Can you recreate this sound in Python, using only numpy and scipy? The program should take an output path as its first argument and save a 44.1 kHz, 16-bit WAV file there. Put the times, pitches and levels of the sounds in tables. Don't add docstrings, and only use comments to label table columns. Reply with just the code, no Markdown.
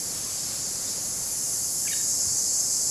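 import sys
import numpy as np
from scipy import signal
from scipy.fft import rfft, irfft, next_fast_len
from scipy.io import wavfile
from scipy.ndimage import map_coordinates

SR = 44100
rng = np.random.default_rng(int(sys.argv[2]) if len(sys.argv) > 2 else 0)


def wav_out(sig):
    wavfile.write(sys.argv[1], SR, np.round(np.clip(np.atleast_2d(sig).T, -1, 1) * 32767).astype(np.int16))


N = 127890


def amp(db):
    return 10 ** (np.asarray(db) / 20)


def unit(x):
    return x / np.sqrt(np.mean(x ** 2) + 1e-20)


def along(points, hz):
    point_hz, values = np.transpose(points)
    return np.interp(np.log(hz + 1), np.log(point_hz + 1), values)


def curve(rows):
    return np.interp(np.arange(N) / SR, *np.transpose(rows))


def wobble(rate):
    knots = rng.standard_normal(int(N * rate / SR) + 4)
    return map_coordinates(knots, [np.arange(N) * rate / SR])


def filtered(x, response):
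    size = next_fast_len(N + SR // 2)
    return irfft(rfft(x, size) * response(np.fft.rfftfreq(size, 1 / SR)), size)[..., :N]


def coloured(x, spectrum):
    return unit(filtered(x, lambda hz: amp(along(spectrum, hz))))


def arch(start, length):
    progress = np.clip((np.arange(N) / SR - start) / length, 0, 1)
    return np.sin(np.pi * progress), progress


def tone(hz):
    return np.sin(2 * np.pi * np.cumsum(hz) / SR)


def grove(x):
    # frequency in Hz, seconds to fall 60 dB.
    ring_time = [(500, 0.35), (2500, 0.56), (7000, 0.39), (14000, 0.18)]
    out, piece = np.zeros(N + SR), SR // 16
    for at in range(0, N, piece):
        hz, t, noise = signal.stft(rng.standard_normal(SR // 3), SR, nperseg=256)
        decay = amp(-60 * t / along(ring_time, hz)[:, None])
        tail = signal.istft(noise * decay, SR, nperseg=256)[1]
        echo = signal.fftconvolve(x[at:at + piece], tail / np.linalg.norm(tail))
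        out[at:at + len(echo)] += echo
    return out[:N], out[N:]


def tymbals(body, insects, clicks_per_s=430, wander=.015, jitter_s=.00016):
    clicks = np.zeros(N)
    for _ in range(insects):
        rate = clicks_per_s * np.exp(.2 * rng.standard_normal() + wander * wobble(12))
        cycles = np.cumsum(rate) / SR + rng.random()
        at = np.flatnonzero(np.diff(np.floor(cycles)))
        timing, strength = rng.standard_normal((2, N))[:, at]
        at = np.round(at + jitter_s * SR * timing).astype(int) % N
        clicks += np.bincount(at, amp(2 * strength), N)
    clicks = filtered(clicks, lambda hz: hz > 2800)
    echo, overhang = grove(clicks)
    already_ringing = np.pad(overhang, (0, N - SR))
    return coloured(0.51 * clicks + echo + already_ringing, body)


def whines(partials, flutter_rate, rough):
    # time in seconds, share of full pitch.
    glide = [(0, .986), (.8, .987), (1.5, .993), (2.1, .999), (2.9, 1.001)]
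    phase_per_hz = 2 * np.pi * np.cumsum(curve(glide)) / SR
    out = np.zeros(N)
    for hz, db in partials:
        drift = np.exp(2j * wobble(7))
        flutter = rough * (wobble(flutter_rate) + 1j * wobble(flutter_rate))
        out += amp(db) * unit(np.real((drift + flutter) * np.exp(1j * hz * phase_per_hz)))
    return out


def cicadas():
    # frequency in Hz, relative level in dB.
    deep_body = [(3300, -22), (3950, -2.5), (4350, -2), (4600, 2), (5000, -19)]
    low_body = [(2800, -66), (3600, -22.5), (4250, -11), (4600, -5), (5000, 0.5), (5600, 2), (5900, -1),
                (6600, -40)]
    main_body = [(4800, -50), (5700, -10.5), (6200, -2.5), (6850, 0.5), (7550, -1), (7900, -2.5),
                 (8250, -7.5), (9000, -10.5), (10000, -14), (13000, -33)]
    near_body = [(5200, -38.5), (6200, -6), (6900, -4), (7400, -0.5), (7800, -3), (8300, -10.5),
                 (9500, -21), (12000, -40)]
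    high_body = [(7500, -26), (8700, -5), (9500, -5), (10100, 0), (10800, 1.5), (11300, -0.5),
                 (11800, -5.5), (12400, -11.5), (13500, -16.5), (15400, -23)]
    # full pitch in Hz, relative level in dB.
    low_whines = [(4432, -14), (4625, -20), (4755, -14), (4802, -10), (4915, -17), (5112, -13), (5343, -7),
                  (5520, -11)]
    main_whines = [(6003, -13.5), (6208, -16), (6442, -10.5), (6665, -19), (6945, -15), (7112, -17),
                   (7357, -15), (7705, -20), (7905, -21), (8522, -22), (8882, -20)]
    # time in seconds, gain in dB.
    deep_level = [(0, -55), (.5, -49), (.95, -49.5), (1.3, -59), (2.9, -66)]
    low_level = [(0, -39.6), (.52, -38.1), (.9, -38.8), (1.06, -40.6), (1.36, -40.6), (1.52, -38.6),
                 (1.86, -38.1), (2.16, -35.6), (2.46, -34.6), (2.68, -36.2), (2.77, -34.2), (2.9, -36)]
    main_level = [(0.02, -33), (0.3, -34), (0.31, -32.5), (1.29, -32), (1.52, -29.5), (1.67, -30.5),
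                  (2.13, -26.5), (2.19, -29), (2.21, -26), (2.29, -27), (2.39, -25), (2.42, -27.5),
                  (2.61, -25), (2.62, -30), (2.65, -26), (2.87, -27)]
    high_level = [(0.02, -38), (0.25, -38), (0.26, -40), (0.59, -38), (0.62, -41), (0.65, -40),
                  (1.88, -32.5), (1.88, -34), (2.25, -37), (2.87, -36)]
    # time in seconds, share of the main sizzle's power.
    near_share = [(0, .05), (1.2, 0.12), (2.1, 0.52), (2.9, 0.56)]

    near = curve(near_share)
    sizzle = np.sqrt(1 - near) * tymbals(main_body, insects=8)
    sizzle += np.sqrt(near) * tymbals(near_body, insects=4)
    low = amp(-1.5) * tymbals(low_body, insects=6)
    low += amp(-1.46) * whines(low_whines, flutter_rate=45, rough=0.97)
    main = amp(-0.63) * sizzle + amp(-1.8) * whines(main_whines, flutter_rate=70, rough=1.1)
    high = amp(0.65) * tymbals(high_body, insects=8)
    return (low * amp(curve(low_level) + 0.19 * wobble(24.88))
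            + main * amp(curve(main_level) + 0.18 * wobble(36.06))
            + tymbals(deep_body, insects=3) * amp(curve(deep_level))
            + high * amp(curve(high_level) + 0.15 * wobble(24)))


def town(db=-45):
    # frequency in Hz, relative level in dB.
    rumble = [(13, -40), (22, -5), (40, -7), (120, 0), (200, -2), (280, -4), (400, -7), (520, -5.5),
              (700, -8), (1000, -12), (1450, -14.5), (2400, -17.5), (3300, -26), (4300, -33)]
    return amp(db + .6 * wobble(8)) * coloured(rng.standard_normal(N), rumble)


def leaves():
    # frequency in Hz, relative level in dB.
    hiss = [(500, -16), (1200, -2), (2500, 1), (4000, 4.5), (7000, -25)]
    # time in seconds, level in dB.
    level = [(0, -56), (.3, -48.5), (.8, -54), (1.3, -55), (2.9, -86)]
    return amp(curve(level) + wobble(13)) * coloured(rng.standard_normal(N), hiss)


def mains_hum(hz=117, db=-60.5):
    phase = 2 * np.pi * hz * np.arange(N) / SR + 0.64 * wobble(6)
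    return amp(db) * unit(np.sin(phase))


def scuffs(spread_octaves=0.13):
    # start in seconds, length in seconds, centre in Hz, level in dB.
    rubs = [(.235, .08, 1100, -53), (.865, .035, 3800, -48), (.908, .014, 15000, -48)]
    out = np.zeros(N)
    for start, length, centre, db in rubs:
        band = lambda hz: np.exp(-.5 * (np.log2((hz + 1) / centre) / spread_octaves) ** 2)
        out += amp(db) * arch(start, length)[0] * unit(filtered(rng.standard_normal(N), band))
    return out


def bird(rasp_db=-15, rasp_stretch=1.6, echo_db=-8):
    # start in seconds, length in seconds, first and last pitch in Hz, level in dB.
    squeaks = [(1.85, .009, 1800, 1690, -44), (1.867, 0.0059, 1760, 1670, -38),
               (1.871, 0.0181, 3100, 2124, -33), (1.902, 0.01, 2524, 2196, -36.5),
               (1.913, 0.012, 1937, 1830, -36.5), (1.926, 0.011, 3050, 2770, -38),
               (1.929, 0.0102, 2005, 1630, -31.5), (1.997, .008, 1850, 1670, -40.5),
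               (2.007, 0.014, 1800, 1750, -44)]
    # start in seconds, length in seconds, pitch in Hz, level in dB.
    whistles = [(1.912, .036, 3800, -38), (1.94, .12, 3830, -48)]
    # frequency in Hz, relative level in dB.
    rasp_body = [(900, -30), (1600, -8), (2400, -2), (3200, 6), (4200, -12), (6000, -40)]
    call = np.zeros(N)
    rasp = amp(rasp_db) * coloured(rng.standard_normal(N), rasp_body)
    for start, length, start_hz, end_hz, db in squeaks:
        swell, progress = arch(start, length)
        pitch = end_hz + (start_hz - end_hz) * (1 - progress) ** 2.2
        slur = swell * tone(pitch * (1 + 0.0245 * wobble(900)))
        call += amp(db) * (slur + arch(start, rasp_stretch * length)[0] * rasp)
    for start, length, hz, db in whistles:
        call += amp(db) * arch(start, length)[0] * tone(hz * (1 + .018 * wobble(500)))
    return call + amp(echo_db) * grove(call)[0]


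def hand_bump(start_s=2.205, length_s=.17, db=-43.5):
    # frequency in Hz, relative level in dB.
    thud = [(25, -22), (55, -4), (82, 0), (125, -7), (280, -42)]
    return amp(db) * arch(start_s, length_s)[0] * coloured(rng.standard_normal(N), thud)


def scene():
    mono = cicadas() + town() + leaves() + mains_hum() + scuffs() + bird() + hand_bump()
    return np.tile(mono, (2, 1))


def record(dry):
    return filtered(dry, lambda hz: hz < 15450)


dry = scene()
out = record(dry)
wav_out(out)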